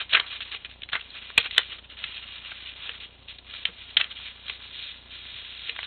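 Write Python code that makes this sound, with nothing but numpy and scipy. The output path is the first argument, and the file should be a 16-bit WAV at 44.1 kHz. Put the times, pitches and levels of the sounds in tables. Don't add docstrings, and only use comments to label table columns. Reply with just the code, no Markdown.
import sys
import numpy as np
from scipy import signal
from scipy.fft import rfft, irfft
from scipy.io import wavfile

SR = 44100
rng = np.random.default_rng(int(sys.argv[2]) if len(sys.argv) > 2 else 0)


def generate_wav(signal):
    frames = np.transpose(np.atleast_2d(signal))
    scaled = np.clip(frames, -1, 1) * 32767
    pcm = np.round(scaled).astype(np.int16)
    wavfile.write(sys.argv[1], SR, pcm)


def amplitude_ratio(level_db):
    exponent = np.asarray(level_db, float) / 20
    return 10 ** exponent


N = 258426
BURST_T = np.arange(4096) / SR


def evened(x):
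    return x / np.sqrt(np.mean(x ** 2) + 1e-20)


def colour(x, points):
    f, db = np.transpose(points)
    hz = abs(np.fft.fftfreq(4096, 1 / SR))
    gain_db = np.interp(np.log(hz + 1), np.log(f + 1), db)
    log_gain = np.log(amplitude_ratio(np.maximum(gain_db, -70)))
    phase = -signal.hilbert(log_gain).imag
    taps = np.fft.ifft(np.exp(log_gain + 1j * phase)).real[:2048]
    return signal.oaconvolve(x, taps)[:len(x)]


def resonate(x, hz, width):
    turn = np.exp(2j * np.pi * np.cumsum(hz * np.ones(len(x))) / SR)
    r = np.exp(-np.pi * width / SR)
    return 2 * (turn * signal.lfilter([1 - r], [1, -r], x / turn)).real


def slow(hz):
    spectrum = rfft(rng.standard_normal(N))
    return evened(irfft(spectrum / (1 + (np.fft.rfftfreq(N, 1 / SR) / hz) ** 2), N))


def narrow(x):
    return signal.oaconvolve(x, signal.firwin(501, 4406, window=("kaiser", 11), fs=SR), "same")


# [freq_hz, level_db_per_hz]
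SHEET = [(290, -49.5), (500, -26), (549, -23.5), (940, -28), (1290, -14), (1450, -9.5), (2230, -5),
         (2420, -2), (3680, -0.5), (4110, -6.5), (4600, -31.5), (5980, -71), (10100, -120)]
# [freq_hz, level_db]
LOWER = [(150, -37.5), (400, -12.5), (800, -12.5), (1300, -5.5), (1800, -5.5), (2400, -6), (4000, -38)]


def crackle(volley, hz, low_hz, low_db):
    crack = evened(colour(volley, SHEET))
    crack = crack + evened(resonate(crack, hz, 546.4))
    body = evened(colour(volley, LOWER))
    large_panel = resonate(resonate(volley, low_hz, 480), low_hz, 1000)
    body = evened(.85 * body + evened(large_panel))
    return narrow(evened(crack) + amplitude_ratio(low_db) * body)


def snap(peak_db, hz, length, low_hz, low_db):
    noise = rng.standard_normal(len(BURST_T))
    rise = 1 - np.exp(-BURST_T / .001)
    shape = rise * np.exp(-2.2 * (BURST_T / min(length, .02)) ** 2.4)
    sound = crackle(noise * abs(noise) ** 1.7 * shape, hz, low_hz, low_db + 5.5)
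    return amplitude_ratio(peak_db) * sound / abs(sound).max()


def place(events):
    out = np.zeros(N + len(BURST_T))
    for start, sound in events:
        out[round(start * SR):][:len(BURST_T)] += sound
    return out[:N]


# [time_s, peak_db, ring_hz, length_s]
CREASES = [(0.648, -24.5, 2500, 0.0041), (0.82, -26, 3030, 0.0027), (.896, -31, 3150, 0.0095),
           (1.103, -40, 3920, 0.004), (1.3771, 0.4, 2370, .008), (1.398, -18, 3100, 0.0096),
           (1.5095, -21.5, 3290, 0.0071), (1.58, -1.6, 3066, 0.0033), (1.6, -34, 2940, 0.0057),
           (1.582, -16.5, 3100, 0.0074), (1.633, -27, 3050, 0.0024), (1.72, -28, 3070, 0.021),
           (2.04, -19, 2510, 0.0078), (2.17, -27, 2780, .0039), (2.459, -31.5, 2820, 0.0065),
           (2.893, -18, 2670, 0.0055), (3.002, -31.5, 3680, .0069), (3.284, -32.5, 3240, 0.0065),
           (3.31, -37, 3160, 0.007), (3.385, -33.5, 3820, 0.0093), (3.653, -8.5, 3230, 0.0068),
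           (3.903, -40, 3650, 0.005), (3.969, -4.5, 3370, 0.012), (4.012, -9, 2820, 0.0055),
           (4.042, -18.5, 3300, 0.0046), (4.159, -34.5, 3330, 0.0052), (4.284, -30.5, 3940, 0.0029),
           (4.482, -28, 3640, 0.012), (5.618, -33, 3680, .0048), (5.694, -17, 2670, 0.007)]


def creases():
    return place((s - .001, snap(db, hz, length, low_hz=2000, low_db=-24))
                 for s, db, hz, length in CREASES)


# [time_s, peak_db, length_s, low_ring_hz, low_ring_db]
BUCKLES = [(.1982, -11, 0.0058, 2250, -9.5), (0.405, -24, 0.0072, 1740, -13),
           (.546, -24.5, 0.0073, 2290, -9), (0.889, -28.5, 0.005, 2220, -6),
           (0.931, -13.5, 0.0074, 1530, -8.5), (0.953, -14.5, 0.0079, 1930, -4),
           (.964, -25.5, 0.0079, 1695, -4), (0.993, -30.5, 0.013, 2100, -5),
           (1.302, -26.5, .0053, 1320, -2), (1.3819, -5, 0.0047, 2240, -11.5),
           (1.388, -15.5, 0.0047, 2300, -6), (1.459, -21.5, 0.007, 2410, 2),
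           (1.547, -27, 0.0047, 2280, -16), (1.5815, -5.5, 0.0035, 1714, -4), (1.5902, -20, .0042, 993, -2),
           (2.517, -28, 0.01, 1590, 6), (3.537, -28, 0.0078, 1410, -13), (4.199, -35, 0.0055, 1600, -9),
           (4.496, -19, 0.0075, 2240, -8), (4.604, -38.5, .0064, 1200, -3),
           (5.254, -34.5, 0.0043, 2050, -6), (5.762, -25.5, 0.0074, 1680, -10),
           (5.79, -20, 0.0053, 1935, 8), (5.8307, -22.5, 0.0028, 2350, -7)]


def buckles():
    return place((s - .001, snap(db, 3200, length, low_hz, low_db))
                 for s, db, length, low_hz, low_db in BUCKLES)


# [start_s, level_db, length_s, ring_hz, low_body_db]
DRAGS = [(0, -31, 0.02, 2900, -6.5), (0.129, -18, 0.01, 2900, -12), (.143, -14.5, 0.014, 2210, -5.5),
         (0.159, -23, 0.025, 2000, 0.5), (0.121, -30.5, 0.0092, 2500, -12),
         (0.261, -42.5, 0.035, 3480, -15), (0.408, -36, 0.026, 2890, -20.5),
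         (0.645, -41.5, 0.019, 2530, -10), (0.832, -32, 0.0055, 2960, -27), (0.917, -36.5, 0.029, 3000, -8),
         (0.931, -32.5, 0.045, 2380, 7), (1.005, -38.5, 0.012, 2930, -18.5), (1.14, -46.5, 0.039, 2460, -3),
         (1.4, -32, 0.02, 3200, -20), (1.438, -35.5, 0.037, 2480, -8), (1.558, -35, 0.027, 3510, -13),
         (1.603, -45.5, 0.019, 990, 1.5), (1.782, -44, 0.014, 3180, -8), (1.835, -50, 0.023, 3130, -11),
         (1.891, -47, 0.059, 3000, -14), (3.993, -28.5, 0.022, 2800, -6), (4.105, -38, 0.023, 3170, -15),
         (5.677, -41, 0.02, 3400, -14), (5.83, -40, 0.022, 3940, -12.5)]


def drag(db, length, hz, low_db):
    noise = rng.standard_normal(len(BURST_T))
    shape = (1 - np.exp(-BURST_T / 0.0042)) * np.exp(-(BURST_T / length) ** 4)
    sound = crackle(noise * abs(noise) ** 1.2 * shape, hz, 1570, low_db + 0.5)
    return amplitude_ratio(db) * evened(sound) * np.sqrt(length / BURST_T[-1])


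def drags():
    return place((s, drag(*row)) for s, *row in DRAGS)


# [start_s, peak_db, pitch_hz, t60_s]
THUMPS = [(0.134, -41.5, 148, 0.081), (0.931, -37.5, 133, 0.055), (1.38, -18.5, 90, 0.025),
          (1.378, -17.5, 243, 0.017), (1.377, -20, 902, .025), (1.382, -33, 477, 0.093),
          (2.041, -48.5, 149, 0.19), (2.898, -47, 481, .07), (3.685, -42.5, 182.6, 0.086),
          (3.69, -44, 483, 0.087), (3.97, -46.5, 182.4, 0.12), (5.341, -44.5, 120.1, 0.1),
          (5.691, -44.5, 470, 0.1)]


def thump(db, hz, t60):
    onset = 1 - np.exp(-BURST_T * hz * 2)
    return amplitude_ratio(db - 60 * BURST_T / t60) * np.sin(2 * np.pi * hz * BURST_T) * onset


def thumps():
    return place((s, thump(*row)) for s, *row in THUMPS)


# [time_s, rubbing_level_db, ring_hz]
CONTACT = [(0, -32, 3047), (0.079, -54, 2950), (0.399, -46.5, 2967), (.75, -53, 2893), (.88, -61, 2995),
           (1.05, -48.5, 3200), (1.35, -52, 2838), (1.7, -52.5, 3110), (1.85, -58.5, 3100),
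           (2.3, -50.5, 2920), (3.001, -51.5, 3200), (3.149, -56, 3070), (3.4, -59.5, 3150),
           (3.749, -50, 3150), (4.402, -49, 3280), (5.02, -51, 3494), (5.5, -50, 3300), (5.86, -46, 3250)]
# [middle_s, length_s, level_db, lower_panels_db]
SWELLS = [(0.21, 0.14, -47, 8.5), (1.173, 0.077, -40, -12), (1.42, 0.14, -39, -10),
          (1.616, 0.16, -39.5, -13.5), (1.726, .08, -38.5, -9.5), (2.158, 0.091, -41, -17),
          (2.3, 0.37, -42.5, -10.5), (2.489, 0.1, -39, -8.5), (2.592, 0.17, -43.5, -10.5),
          (2.864, 0.19, -38.5, -8.5), (3.546, 0.14, -38.5, -12.5), (3.631, .03, -45, -11),
          (3.676, 0.053, -46.5, 2), (3.808, 0.13, -46, -16.5), (3.913, 0.064, -46, -21),
          (4.035, 0.11, -46.5, 2.5), (4.253, 0.1, -36, -16), (4.466, 0.065, -44.5, -10),
          (4.64, 0.08, -45, -9.5), (4.831, 0.26, -38, -28), (5.568, .1, -39.5, -26),
          (5.666, 0.11, -37.5, -22), (5.81, 0.2, -41.5, -10)]
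# [start_s, length_s, level_db, lower_panels_db]
JERKS = [(0.092, 0.056, -35, -15), (0.299, 0.083, -35, -9), (0.447, 0.058, -41.5, -10.5),
         (0.512, 0.058, -33, -8.5), (0.689, 0.047, -45.5, -12), (1.211, 0.11, -42, -14),
         (1.511, 0.066, -40, -23), (1.965, 0.19, -39, -10), (2.65, 0.077, -38.5, -21.5),
         (3.002, 0.065, -40, -12.5), (3.276, 0.093, -43.5, -17), (4.149, 0.048, -41.5, -20),
         (4.453, 0.12, -39.5, -10.5), (5.102, 0.18, -41.5, -24), (5.26, 0.29, -40, -17)]


def strokes():
    t = np.arange(N) / SR
    s, level_db, ring_hz = np.transpose(CONTACT)
    panels_db = -8.5
    power = amplitude_ratio(np.interp(t, s, level_db)) ** 2 * amplitude_ratio([[0], [panels_db]]) ** 2
    for middle, length, db, low_db in SWELLS:
        shape = np.exp(-abs(2.68 * (t - middle) / length) ** 2.2)
        power = power + amplitude_ratio([[db], [db + low_db]]) ** 2 * shape
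    for start, length, db, low_db in JERKS:
        u = np.maximum(t - start, 0)
        rise = (1 - np.exp(-u / 0.0037)) ** 2
        fade = np.exp(-(1.19 * u / length) ** 4.3)
        power = power + amplitude_ratio([[db], [db + low_db]]) ** 2 * rise * fade
    return *np.sqrt(power), np.interp(t, s, ring_hz)


def slips(per_s, spread_db):
    size = amplitude_ratio(spread_db * np.minimum(rng.exponential(1, N), 4))
    happens = rng.random(N) < per_s / SR
    return evened(size * rng.choice([-1., 1.], N) * happens)


def rustle():
    level, low, ring_hz = strokes()
    clumps = amplitude_ratio(.8 * slow(28) + 1.6 * slow(140))
    sheet_slips = slips(2400, 3.0) + .8 * rng.standard_normal(N)
    sheet = evened(colour(clumps * sheet_slips, SHEET))
    sheet = evened(sheet + amplitude_ratio(-2.5) * evened(resonate(sheet, ring_hz, 910)))
    panel_slips = slips(970, 3.3) + 0.84 * rng.standard_normal(N)
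    panels = evened(colour(clumps * panel_slips, LOWER))
    return amplitude_ratio(-3.0) * level * sheet + amplitude_ratio(-5.0) * low * panels


# [freq_hz, width_hz, level_db]
RINGS = [(1020, 60, -3), (1160, 50, -3), (1370, 50, -3), (1700, 60, -4), (2040, 60, -3), (2420, 80, -1),
         (2860, 80, -4), (3290, 80, -2), (3720, 130, -3)]


def ringing(x):
    return sum(amplitude_ratio(db) * resonate(x, hz, width) for hz, width, db in RINGS)


# [delay_s, level_db]
ECHOES = [
    (.0045, -20.5),
    (.0068, -23.5),
    (.0105, -19.5),
    (.016, -26.5),
]


def room(x):
    taps = np.zeros(SR // 4)
    at = np.arange(300, len(taps) - 20, 20)
    at = at + rng.integers(0, 20, len(at))
    taps[at] = rng.choice([-1., 1.], len(at)) * amplitude_ratio(-60 * at / SR / 0.135)
    taps *= amplitude_ratio(-15) / np.linalg.norm(taps)
    for k, (delay, db) in enumerate(ECHOES):
        taps[round(delay * SR)] += (-1) ** k * amplitude_ratio(db)
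    return signal.oaconvolve(x, taps)[:N]


# [place_cycles, height, decay_s]
KICKS = [
    (.62, -.0024, .002),
    (.81, .004, .002),
    (.81, .006, .00015),
]
HUM = [
    (2, -62, .4),
    (3, -72, .47),
]


def buzz():
    turns = 30.0 * np.arange(N) / SR
    kicks = sum(height * np.exp(-((turns - at) % 1) / 30.0 / decay) for at, height, decay in KICKS)
    hum = sum(np.sqrt(2) * amplitude_ratio(db) * np.cos(2 * np.pi * k * (turns - at)) for k, db, at in HUM)
    return amplitude_ratio(-0.3 + 1.3 * slow(14)) * (kicks - kicks.mean() + hum)


# [freq_hz, level_db_per_hz]
HISS = [(15, -17.5), (25, -2.5), (70, -2), (135, -3.5), (250, -5.5), (500, -8), (1000, -8), (2000, -24),
        (3500, -15.5), (4300, -24.5)]


def hiss():
    return amplitude_ratio(-60) * evened(colour(rng.standard_normal(N), HISS))


def scene():
    cracks = creases() + buckles() + drags() + thumps()
    rub = rustle()
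    rub = rub + ringing(rub)
    paper = cracks + 0.3 * ringing(cracks) + rub
    return (paper + room(cracks + 0.24 * rub) + buzz() + hiss())[None]


def band_limit(x):
    return signal.sosfilt(signal.butter(12, 16970, fs=SR, output="sos"), x)


def record(dry):
    x = signal.sosfilt(signal.butter(2, 30, "high", fs=SR, output="sos"), dry[0])
    top = signal.oaconvolve(x, signal.firwin(201, 3950, pass_zero=False, fs=SR), "same")
    x = x + (amplitude_ratio(2.2 + 2.8 * slow(60)) - 1) * top
    mix = np.clip(narrow(x), -.72, .72)[None]
    return band_limit(mix)


dry = scene()
out = record(dry)
generate_wav(out)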